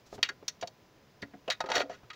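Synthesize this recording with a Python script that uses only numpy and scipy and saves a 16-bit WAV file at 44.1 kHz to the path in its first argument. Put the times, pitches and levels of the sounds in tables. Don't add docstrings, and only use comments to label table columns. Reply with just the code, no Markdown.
import sys
import numpy as np
from scipy import signal
from scipy.fft import rfft, irfft
from scipy.io import wavfile
from scipy.ndimage import uniform_filter1d

SR = 44100
rng = np.random.default_rng(int(sys.argv[2]) if len(sys.argv) > 2 else 0)


def decibels_to_gain(level_db):
    exponent = np.asarray(level_db, float) / 20
    return 10 ** exponent


def wrap_up_sound(samples):
    columns = np.atleast_2d(samples).T
    tamed = np.clip(columns, -1, 1)
    steps = np.round(tamed * 32767).astype(np.int16)
    wavfile.write(sys.argv[1], SR, steps)


N = 94815

# (time [s], short-term peak level [dB], contact centre [Hz], offset to -6 dB [octaves], chatter t60 [s])
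STEEL_CLICKS = [(.2285, -9.5, 3460, 0.56, 0.028), (.2295, -20, 2950, 0.55, 0.11),
                (.2879, -27.5, 1700, 0.2, 0.063), (.2882, -26.5, 4500, 0.59, 0.034),
                (.4798, -16.5, 5450, 0.34, 0.039), (.481, -38.5, 2550, 0.84, 0.049),
                (.6105, -32.5, 5500, 0.74, 0.041), (.625, -31, 2500, 0.9, 0.034),
                (.672, -31.5, 5200, 0.65, 0.032), (1.218, -36, 4360, 0.25, 0.05),
                (1.224, -31.5, 1760, 0.29, 0.051), (1.332, -50.5, 1820, 0.39, 0.036),
                (1.4775, -31.5, 2560, 0.13, 0.023), (1.5008, -16.5, 3600, 0.63, 0.039),
                (1.511, -26.5, 1900, 0.53, 0.086), (1.514, -26, 3740, 0.15, 0.079),
                (1.52, -33, 6630, 0.24, 0.044), (1.6035, -24, 3250, 2.2, 0.046),
                (1.657, -38.5, 3140, 1.1, 0.046), (1.687, -35, 2400, 1.4, 0.2),
                (1.699, -30, 3280, 1.4, 0.051), (1.7168, -18.5, 2800, 0.9, 0.028),
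                (1.753, -17, 4600, 0.59, 0.09), (1.766, -19, 2000, 0.34, 0.017),
                (1.779, -22, 3570, 0.47, 0.013), (1.795, -26.5, 4260, 0.097, 0.084),
                (1.8025, -24, 2700, 0.37, 0.028), (1.814, -25.5, 1520, 1.14, 0.037),
                (2.1, -33.5, 2560, 0.73, 0.05), (2.109, -41.5, 1270, 0.066, 0.024),
                (2.129, -42, 2730, 1.2, 0.081)]
# (time [s], short-term peak level [dB], contact centre [Hz], offset to -6 dB [octaves], chatter t60 [s])
PAN_KNOCKS = [(.126, -35.5, 590, 0.92, 0.018), (.137, -43, 310, 1.17, 0.095),
              (.177, -41.5, 500, 1.9, 0.032), (.186, -39, 330, 1.24, 0.028), (.295, -48, 400, 0.44, 0.073),
              (.424, -44.5, 370, 0.61, 0.025), (.624, -31.5, 723, 0.66, 0.056),
              (.633, -29, 708, 0.09, 0.04), (.633, -50.5, 89, 0.75, 0.043), (.671, -46, 680, 0.19, 0.053),
              (1.224, -38.5, 288, 0.79, 0.099), (1.226, -44, 700, 0.057, 0.06),
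              (1.332, -44.5, 266, 0.44, 0.13), (1.337, -47.5, 700, 0.057, 0.04),
              (1.477, -29.5, 706, 0.73, 0.067), (1.487, -30, 681, 0.061, 0.048),
              (1.604, -23, 855, 0.41, 0.026), (1.638, -31.5, 840, 1.03, 0.051), (1.659, -39, 800, 1, 0.15),
              (1.686, -30.5, 805, 0.51, 0.078), (1.698, -28, 640, 0.34, 0.083),
              (1.713, -24.5, 880, 0.29, 0.11), (1.743, -29.5, 700, 0.21, 0.028),
              (1.756, -24, 640, 0.37, 0.22), (1.775, -27, 538, 0.19, 0.19), (1.802, -26, 640, 0.5, 0.049),
              (1.812, -54, 780, 0.86, 0.091), (1.824, -42, 281, 0.1, 0.045), (1.895, -32, 633, 0.24, 0.055),
              (1.908, -45, 635, 1.07, 0.2), (2.028, -52, 600, 3.1, 0.085)]
# (frequency [Hz], relative level [dB], t60 before the grip limit [s])
WRENCH_MODES = [(1270, -16, 0.18), (1451, -0.5, 0.036), (1676, -5.5, 0.039), (1882, -6.5, 0.06),
                (2000, 4, 0.012), (2354, -6, 0.013), (2560, -10, 0.066), (2857, -8, 0.038),
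                (3250, -3.5, 0.024), (3566, -24, 0.049), (3791, -0.5, 0.023), (4075, -13.5, 0.059),
                (4437, -1, 0.023), (5450, -2, 0.012), (5875, 0, 0.013), (6730, -6.5, 0.03)]
# (frequency [Hz], relative level [dB], t60 before the grip limit [s])
PAN_MODES = [(120, 8, 0.12), (200, 2.5, 0.059), (281, -6.5, 0.16), (418.4, 4, 0.053), (522.5, 3, 0.065),
             (640, -8, 0.14), (700, 1.5, 0.036), (880, -9.5, 0.074), (1025, -23.5, 0.065),
             (1255, 2.5, 0.098)]
# (time [s], level [dB])
SCRAPE_STROKES = [
    [(1.725, -45), (1.745, -33.5), (1.76, -28.5), (1.775, -36), (1.8, -36), (1.825, -42), (1.85, -88)],
    [(1.896, -50), (1.92, -52), (1.955, -54), (1.965, -66), (2.0, -72)],
]
# (time [s], pitch [Hz], level before roughening [dB])
SOCKET_SQUEAL = [(1.733, 1693, -61), (1.769, 2004, -52), (1.786, 2000, -36)]
# (time [s], level [dB])
SLEEVE_BRUSH = [(0.04, -100), (0.066, -54), (0.098, -65), (0.152, -45), (0.198, -80)]
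# (frequency [Hz], relative level [dB])
ROOM_SPECTRUM = [(25, -19), (60, -9.5), (120, -0.5), (250, -4.5), (500, -2.5), (1000, -8), (2000, -9),
                 (4000, -11.5), (8000, -13.5), (16000, -6.5)]
# (frequency [Hz], level [dB])
STEADY_TONES = [(1000, -80), (5020, -81)]
# (frequency [Hz], gain [dB])
MIC_RESPONSE = [(20, 13.5), (6000, -3.5), (7200, -8), (8200, -17.5), (10000, -18.5), (13000, -21),
                (14500, -16.5), (15700, -13), (16100, -48)]


def colour(x, points):
    hz, db = np.array(points, float).T
    f = np.maximum(np.arange(len(x) // 2 + 1) * SR / len(x), 1)
    gain_db = np.interp(np.log(f), np.log(hz), db)
    return irfft(rfft(x) * decibels_to_gain(gain_db), len(x))


def unit(x):
    return x / np.sqrt(np.mean(x ** 2) + 1e-30)


def grit(size, spread_db):
    return rng.standard_normal(size) * decibels_to_gain(spread_db * rng.standard_normal(size))


def curve(rows):
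    s, db = np.array(rows, float).T
    return decibels_to_gain(np.interp(np.arange(N) / SR, s, db, left=-120, right=-120))


def ring(push, modes, weight_db):
    split = 0.012
    grip_cycles = 170
    out = 0
    for (hz, db, t60), weight in zip(modes, weight_db):
        decay_s = min(t60, grip_cycles / hz)
        r = np.exp(-np.log(1000) / (decay_s * SR))
        trio = 0
        for shift in split * rng.standard_normal(3) * min(hz / 2500, 1):
            angle = 2 * np.pi * hz * (1 + shift) / SR
            trio = trio + signal.lfilter([1, 0, -1], [1, -2 * r * np.cos(angle), r * r], push)
        out = out + decibels_to_gain(db + weight) * unit(trio) / np.sqrt(1 - r * r)
    return out


def blows(rows, modes, rise_s, top_db):
    chatter_spread_db, mode_scatter_db, crack_db = 3, 2, -7
    top_db_per_octave = 23.5
    softer_per_db = 0.4447
    out = np.zeros(N + 8192)
    t = np.arange(8192) / SR
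    grid = 20 * 2 ** np.arange(0, 10.1, .1)
    mode_hz = np.array(modes)[:, 0]
    for s, db, hz, wide, t60 in rows:
        def bell(f):
            return -6 * (np.log2(f / hz) / max(wide, .1)) ** 2

        rise = rise_s * decibels_to_gain(-softer_per_db * (db + 7.5))
        onset = 1 - np.exp(-(t / rise) ** 2)
        push = grit(len(t), chatter_spread_db) * onset * decibels_to_gain(-60 * t / t60)
        scatter = mode_scatter_db * rng.standard_normal(len(modes))
        body = ring(push, modes, bell(mode_hz) + scatter)
        skirt = np.where(grid < hz, -70, top_db + top_db_per_octave * np.log2(hz / mode_hz[-1]))
        crack = colour(push, np.c_[grid, np.maximum(bell(grid), skirt)]) * (t < .15)
        fade = np.minimum((t[-1] - t) / .03, 1)
        blow = (unit(body) + decibels_to_gain(crack_db) * unit(crack)) * fade
        peak = 2 * np.sqrt(uniform_filter1d(blow ** 2, size=130).max())
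        start = int(s * SR)
        out[start:start + len(t)] += decibels_to_gain(db) * blow / peak
    return out[:N]


def clicks():
    return blows(STEEL_CLICKS, WRENCH_MODES, rise_s=0.00071, top_db=12)


def knocks():
    return blows(PAN_KNOCKS, PAN_MODES, rise_s=0.00077, top_db=-42)


def scrape():
    gain = sum(curve(rows) for rows in SCRAPE_STROKES)
    push = gain * grit(N, 0.5)
    hiss = colour(push, [(200, -75), (1200, 35), (6000, 23), (16000, -32)])
    steel = ring(push, WRENCH_MODES, [0] * len(WRENCH_MODES))
    hiss_db = -4.5
    mix = unit(steel) + decibels_to_gain(hiss_db) * unit(hiss)
    return np.sqrt(np.mean(gain ** 2)) * unit(mix)


def squeal():
    s, hz, db = np.array(SOCKET_SQUEAL, float).T
    pitch = np.interp(np.arange(N) / SR, s, hz)
    rough = 1 + 0.4 * unit(uniform_filter1d(rng.standard_normal(N), size=150))
    sine = np.sqrt(2) * np.sin(2 * np.pi * np.cumsum(pitch) / SR)
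    return curve(np.c_[s, db]) * rough * sine


def sleeve():
    rustle = colour(grit(N, 3.0), [(300, 5.0), (2000, -3), (4500, 6), (6500, 7.5), (16000, 2.5)])
    return curve(SLEEVE_BRUSH) * unit(rustle)


def space(x):
    tail_db, tail_t60_s, onset_s = -23, 0.2, 0.0013
    t = np.arange(SR // 2) / SR
    decay = decibels_to_gain(tail_db) * unit(decibels_to_gain(-60 * t / tail_t60_s))
    onset = np.minimum(t / onset_s, 1)
    tail = rng.standard_normal(len(t)) * decay * onset / np.sqrt(len(t))
    return x + signal.fftconvolve(x, tail)[:N]


def room_tone():
    t = np.arange(N) / SR
    noise = unit(colour(rng.standard_normal(N), ROOM_SPECTRUM))
    tones = sum(decibels_to_gain(db) * np.sqrt(2) * np.sin(2 * np.pi * hz * t) for hz, db in STEADY_TONES)
    return decibels_to_gain(-59) * noise + tones


def scene():
    near = clicks() + knocks() + scrape() + squeal() + sleeve()
    return (space(near) + room_tone())[None]


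def band_limit(x):
    return signal.sosfilt(signal.butter(12, 16660, fs=SR, output="sos"), x)


def record(dry):
    mix = colour(dry[0], MIC_RESPONSE)[None]
    return band_limit(mix)


dry = scene()
out = record(dry)
wrap_up_sound(out)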